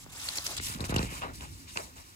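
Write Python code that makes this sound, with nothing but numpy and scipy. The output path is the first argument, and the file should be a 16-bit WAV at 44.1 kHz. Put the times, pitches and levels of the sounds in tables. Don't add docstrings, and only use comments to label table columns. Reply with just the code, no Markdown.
import sys
import numpy as np
from scipy import signal
from scipy.fft import rfft, irfft, next_fast_len
from scipy.io import wavfile

SR = 44100
rng = np.random.default_rng(int(sys.argv[2]) if len(sys.argv) > 2 else 0)


def store_pcm(level_fs):
    pcm = np.round(np.clip(level_fs, -1, 1) * 32767).astype(np.int16)
    wavfile.write(sys.argv[1], SR, np.atleast_2d(pcm).T)


def rack_gain(trim_db):
    fader = np.asarray(trim_db, float)
    return 10 ** (fader / 20)


N = 94815


def at_hz(points, hz):
    freqs, values = np.array(points)[:, 0], np.array(points)[:, 1]
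    return np.interp(np.log(hz), np.log(freqs), values)


def drift(rate):
    r = np.exp(-40 * np.pi * rate / SR)
    slow = signal.lfilter([1], [1, -2 * r, r * r], rng.standard_normal(N // 20 + 2002))[2000:]
    return np.interp(np.arange(N) / 20, np.arange(len(slow)), slow / slow.std())


def coloured(points, low_hz):
    hz = np.fft.rfftfreq(N, 1 / SR) + 1
    spectrum = rfft(rng.standard_normal((2, N))) * rack_gain(at_hz(points, hz))
    x = irfft(spectrum / (1 + (low_hz / hz) ** 4), N)
    return x / x.std()


def room_rumble():
    # (time [s], level [dB])
    swell = [
        (.05, -55.5),
        (0.401, -51.5),
        (.7, -51.5),
        (1.0, -47),
        (1.5, -49.5),
        (2.15, -59),
    ]
    # (frequency [Hz], level per Hz [dB])
    spectrum = [(15, -32), (30, -4), (61, 7), (172, -2.5), (210, -8.5), (274, -1.5), (600, -29.5),
                (780, -54), (1320, -120)]
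    level_db = np.interp(np.arange(N) / SR, *np.transpose(swell)) + 1.24 * drift(2.6)
    return rack_gain(level_db) * coloured(spectrum + [(900, -57)], low_hz=24.4)


def hiss():
    # (frequency [Hz], level [dB])
    spectrum = [(300, -9.5), (1000, 1), (4000, -4.5), (8000, -5), (10000, -12.5), (16000, -8)]
    return rack_gain(-56.5) * coloured(spectrum, low_hz=250)


def strokes(rows, t):
    start, length, db, _ = np.transpose(rows)[:, :, None]
    rise_s = .0015 + .1 * length
    fall_s = 0.0027 + 0.33 * length
    rise = 1 - np.exp(-np.clip(t - start, 0, None) / rise_s)
    fall = np.exp(-np.clip(t - start - 0.79 * length, 0, None) / fall_s)
    return (rack_gain(db) * rise * fall) ** 2


def friction(patchy_db, flicker_db):
    # (start [s], length [s], level [dB], centre [Hz])
    slides = [(-.05, 0.06, -53.5, 8450), (.0, 0.048, -56, 8000), (.09, 0.022, -58, 5000),
              (0.115, 0.026, -50.5, 5170), (0.137, .08, -50, 5550), (0.182, 0.19, -44, 5370),
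              (0.351, 0.0081, -45, 12000), (0.353, 0.029, -39.5, 7200), (0.376, 0.11, -47, 6060),
              (0.443, 0.034, -42.5, 6900), (0.47, 0.09, -45, 5640), (0.566, 0.008, -42.5, 6000),
              (0.572, 0.0099, -41.5, 7040), (0.603, 0.11, -42.5, 8200), (0.62, 0.062, -44, 6050),
              (0.684, 0.071, -47, 7200), (0.801, 0.025, -48.5, 6470), (0.84, 0.022, -42, 4600),
              (0.879, 0.029, -50, 4770), (0.941, 0.012, -50, 8000), (0.894, 0.018, -46, 4950),
              (0.963, 0.0033, -37, 4470), (0.992, 0.075, -47.5, 5960), (0.969, 0.014, -53, 3500),
              (1.091, 0.12, -49, 8850), (1.332, 0.032, -52, 7770), (1.363, 0.044, -55.5, 7000),
              (1.403, 0.052, -52.5, 6060), (1.437, 0.23, -59.5, 7000), (1.678, 0.15, -55, 6700),
              (1.73, 0.14, -52.5, 7350), (1.953, 0.071, -57, 7200), (2.012, 0.14, -63, 6300)]
    # (start [s], length [s], level [dB], centre [Hz])
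    rustles = [(0.056, 0.02, -60, 686), (0.074, 0.38, -56.5, 1330), (0.368, 0.028, -47.5, 786),
               (0.451, 0.094, -50.5, 726), (0.593, 0.012, -55, 1000), (0.658, 0.11, -48, 1630),
               (0.781, 0.087, -46.5, 1030), (0.887, 0.15, -40, 1120), (1.089, 0.11, -47, 1310),
               (1.214, 0.047, -38.5, 1060), (1.238, 0.08, -48, 910), (1.398, 0.056, -48.5, 1140),
               (1.669, 0.042, -53.5, 2600), (1.756, 0.0098, -41.5, 1210), (1.773, 0.04, -41, 880),
               (1.818, 0.092, -59, 760), (1.96, 0.049, -54, 1130)]
    # (start [s], length [s], level [dB], centre [Hz])
    squeaks = [(0.44, 0.0082, -42, 14400), (0.55, 0.069, -53.5, 3060), (0.98, 0.0059, -38, 4100),
               (0.95, 0.22, -51.5, 2500), (1.213, 0.017, -46, 2750), (0.017, 0.098, -53, 132),
               (0.46, 0.64, -51.5, 87), (0.857, 0.13, -44, 95), (1.03, 0.11, -46, 71), (1.97, .05, -52, 58),
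               (1.5, 0.061, -51, 93), (.749, .018, -40, 200), (.577, 0.0055, -43, 4900),
               (.64, 0.053, -53, 2950), (1.225, 0.033, -41.5, 970), (1.08, 0.13, -55.5, 2600),
               (1.41, 0.068, -60, 2600)]
    # (frequency [Hz], level [dB])
    paper = [(200, 5.5), (900, 5.5), (1900, 5.5), (2700, 6.5), (3600, 8.5), (8300, 12), (9600, 11.5),
             (15500, 4.5)]
    kinds = [slides, rustles, squeaks]
    octaves = [1.7, 1.007, .3]
    grains_per_s, grain_spread_db = 12000, 1.8

    coarse = np.arange(0, N + 32, 32)
    power = np.vstack([strokes(rows, coarse / SR) for rows in kinds])
    centre = np.array([row[3] for row in slides + rustles + squeaks])
    width = np.repeat(octaves, [len(rows) for rows in kinds])

    size = rack_gain(grain_spread_db * np.minimum(rng.exponential(1, (2, N)), 5))
    size = size * (rng.random((2, N)) < grains_per_s / SR)
    grains = size[:, None] * rng.standard_normal((2, 2, N))
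    grains = grains / grains.std()

    edges = 50 * 2 ** np.arange(0, 8.5, 1 / 3)
    together = drift(24.0)
    out = 0
    for k, (low, high) in enumerate(zip(edges, edges[1:])):
        hz = np.sqrt(low * high)
        bandpass = signal.butter(2, [low, high], "band", fs=SR, output="sos")
        band = signal.sosfilt(bandpass, grains[k % 2])
        share = np.exp(-(np.log2(hz / centre) / width) ** 2) / (12.7 * width)
        level = np.interp(np.arange(N), coarse, np.sqrt(share @ power))
        gain_db = at_hz(paper, hz) + patchy_db * drift(30.0) + flicker_db * together
        out = out + band / band.std() * level * rack_gain(gain_db)
    return out


def ticks():
    # (time [s], peak level [dB], ring [Hz], length [s], top of the crack [Hz])
    creases = [(0.0626, -37.5, 774, 0.0018, 1530), (.2868, -17, 4200, 0.0023, 10700),
               (0.3728, -26, 7000, 0.0014, 11000), (0.3732, -21, 7700, .0015, 11000),
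               (0.383, -18.5, 4600, 0.0026, 8950), (0.4637, -31, 7550, .002, 9900),
               (0.4652, -15.5, 5440, 0.0023, 9100), (0.5664, -23, 8140, 0.0019, 9000),
               (.5678, -27, 4560, .001, 9000), (.5735, -31, 8200, .0015, 9000),
               (.5775, -27, 4600, .003, 5000), (.5815, -28, 4500, .0015, 5000),
               (0.5845, -29, 4340, 0.00087, 5000), (0.5987, -26, 1910, 0.0014, 4000),
               (.7468, -28.5, 3370, 0.00078, 9000), (0.786, -34, 4300, .001, 9000),
               (.7965, -37, 2500, .001, 5000), (.8056, -24, 4000, .0006, 8500),
               (.841, -26, 2500, .0008, 8500), (.8941, -21, 2700, .001, 13000),
               (.9228, -26, 700, .0015, 1300), (.942, -21, 2500, .0007, 13000),
               (.9612, -17, 7500, .001, 14000), (.9628, -16, 2900, .0018, 6000),
               (.992, -20, 2600, .0008, 13000), (1.0275, -26, 2700, .0015, 5000),
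               (1.0298, -24, 6000, .001, 9000), (1.2345, -36, 1000, .002, 7000),
               (1.4084, -28, 2870, 0.00089, 10100), (1.7596, -38, 955, 0.0024, 3020),
               (1.7617, -34, 2600, .001, 4000), (1.7724, -14, 2640, 0.0012, 7200),
               (1.7726, -19, 965, 0.00087, 1520)]
    ring_cycles, rise_s = 11, .0003
    first_slip = 3
    ring_db, crack_db = 2.5, -2.5
    crack_span = 3.7

    out, t = np.zeros((2, N + 600)), np.arange(600) / SR
    all_slips = rng.standard_normal((len(creases), 2, 600))
    for (s, db, hz, length, top), slips in zip(creases, all_slips):
        burst = slips * np.minimum(t / rise_s, 1) + first_slip * (t == t[12])
        burst = burst * np.exp(-(t / length) ** 2)
        r, w = rack_gain(-60 * hz / ring_cycles / SR), 2 * np.pi * hz / SR
        ring = signal.lfilter([1, 0, -1], [1, -2 * r * np.cos(w), r * r], burst)
        highpass = signal.butter(2, hz / crack_span, "high", fs=SR, output="sos")
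        crack = signal.sosfilt(highpass, burst)
        dull = signal.butter(4, np.clip(top, hz, 15000), fs=SR, output="sos")
        ring, crack = signal.sosfilt(dull, ring), signal.sosfilt(dull, crack)
        tick = rack_gain(ring_db) * ring / ring.std() + rack_gain(crack_db) * crack / crack.std()
        i = int(s * SR)
        out[:, i:i + 600] += rack_gain(db) * tick / np.abs(tick).max(axis=1, keepdims=True)
    return out[:, :N]


def buckles():
    # (time [s], level [dB], cycles per e-fold of time [1], negative for the other way)
    snaps = [(0.0628, -47, -1.5), (0.6004, -37, -0.995), (0.6974, -38.5, 0.9), (0.7472, -40.5, 1.0),
             (0.7743, -38, 0.82), (0.7962, -35.5, -1.35), (0.8062, -26.5, -0.95), (0.8254, -28.5, 0.89),
             (0.8408, -33, 1.3), (0.8951, -23.5, 0.96), (0.9237, -24.5, 0.9), (0.9429, -22.5, 0.88),
             (0.9618, -19, -1.22), (0.9931, -20.2, 0.95), (1.006, -29.5, 0.98), (1.0305, -26, -1.057),
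             (1.047, -32, 0.9), (1.066, -41, 1.0), (1.105, -42.6, 0.9), (1.1247, -35, -0.95),
             (1.2468, -40, -1.48), (1.4086, -50, 1.2), (1.7607, -37.5, 1.05)]
    start_s, rise_s, decay_s = .0008, .001, .015
    floor_hz = 4.4
    edge_s, edge_db = 0.01197, -14

    out, t = np.zeros(N + 9000), np.arange(6000) / SR
    envelope = (1 - np.exp(-t / rise_s)) * np.exp(-t / decay_s)
    chances = rng.uniform(0.615, 1.405, (len(snaps), 2))
    for (s, db, cycles), chance in zip(snaps, chances):
        direct = (0, 0, 1)
        returned = (edge_s * chance[0], edge_db, 1.3 * chance[1])
        for lag, loss_db, stretch in [direct, returned]:
            turns = stretch * abs(cycles) * np.log(1 + t / start_s) + floor_hz * t
            wave = np.sign(cycles) * np.sin(2 * np.pi * turns)
            i = int((s + lag) * SR)
            out[i:i + 6000] += rack_gain(db + loss_db) * wave * envelope
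    wobbling = out[:N] * rack_gain(1.0 * drift(107))
    return signal.sosfilt(signal.butter(3, 45, "high", fs=SR, output="sos"), wobbling)


def room(x):
    t60_s = 0.1
    t = np.arange(SR // 4) / SR
    tail = signal.lfilter([.4], [1, -.6], rng.standard_normal((2, len(t))))
    tail = tail * rack_gain(-60 * t / t60_s) * (t > .003)
    tail = tail / np.sqrt((tail ** 2).sum(axis=1, keepdims=True))
    return signal.fftconvolve(x, tail, axes=1)[:, :N]


def scene():
    background = room_rumble() + hiss()
    rubbing = friction(patchy_db=1.6, flicker_db=0.36)
    hits = ticks() + buckles() * [[1], [.3]]
    return background + rubbing + hits + rack_gain(-21) * room(hits)


def ports(near, far, hz, half_turn_hz, wraps, scatter):
    # (frequency [Hz], level difference [dB])
    left_db = [(300, -8.5), (800, 7.5), (1500, -0.5), (2700, -3), (3800, 5), (5500, 6), (8200, -8),
               (10000, -1)]
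    # (frequency [Hz], share [1])
    diffuse = [(60, 0.35), (450, 0.57), (1450, 0.45), (3350, 0.69), (4100, 1), (6300, 0.78), (7700, 1),
               (10300, 0.025)]
    likeness = .99

    low_turn = .19 * np.exp(-(np.log2(hz / 700) / 0.55) ** 2)
    climbing = .5 * (hz / half_turn_hz) ** 1.36 + (1 - wraps) * low_turn
    falling = (10995 - hz) * 0.00025 - wraps
    turn = np.pi * np.minimum(climbing, falling)

    spread = np.clip(scatter * at_hz(diffuse, hz), 0, 1)
    straight = np.sqrt(1 - spread ** 2)
    scattered = spread * far / np.sqrt(2)
    twin = np.where(hz > 9500, likeness * near + np.sqrt(1 - likeness ** 2) * far, near)
    mid = straight * np.cos(turn) * near + scattered
    side = straight * 1j * np.sin(turn) * twin + scattered * np.exp(-2j * np.pi * hz * .002)

    bass = hz ** 2 / (hz ** 2 + 312 ** 2)
    tilt_db = bass * at_hz(left_db, hz) / scatter ** 2
    return np.array([mid + side, mid - side]) * rack_gain(tilt_db * [[.5], [-.5]])


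def low_pass(x):
    return signal.sosfilt(signal.butter(12, 16960, fs=SR, output="sos"), x)


def record(dry):
    turned_s, crossing_s = .595, 0.039
    size = next_fast_len(N + 2048)
    hz = np.fft.rfftfreq(size, 1 / SR) + 1
    near, far = rfft(dry, size)
    carpet = 1 - 0.28 * np.exp(-((hz - 3370) / 154) ** 2)
    early = ports(near, far, hz, half_turn_hz=2750, wraps=0.98, scatter=1.19)
    late = ports(near, far, hz, half_turn_hz=1500, wraps=0, scatter=0.92) * carpet
    early, late = irfft(early, size)[:, :N], irfft(late, size)[:, :N]
    angle = np.pi / 2 * np.clip((np.arange(N) / SR - turned_s) / crossing_s + .5, 0, 1)
    mix = np.cos(angle) * early + np.sin(angle) * late
    top_cut = signal.cheby2(8, 40, 16550, fs=SR, output="sos")
    return low_pass(signal.sosfilt(top_cut, mix))


dry = scene()
out = record(dry)
store_pcm(out)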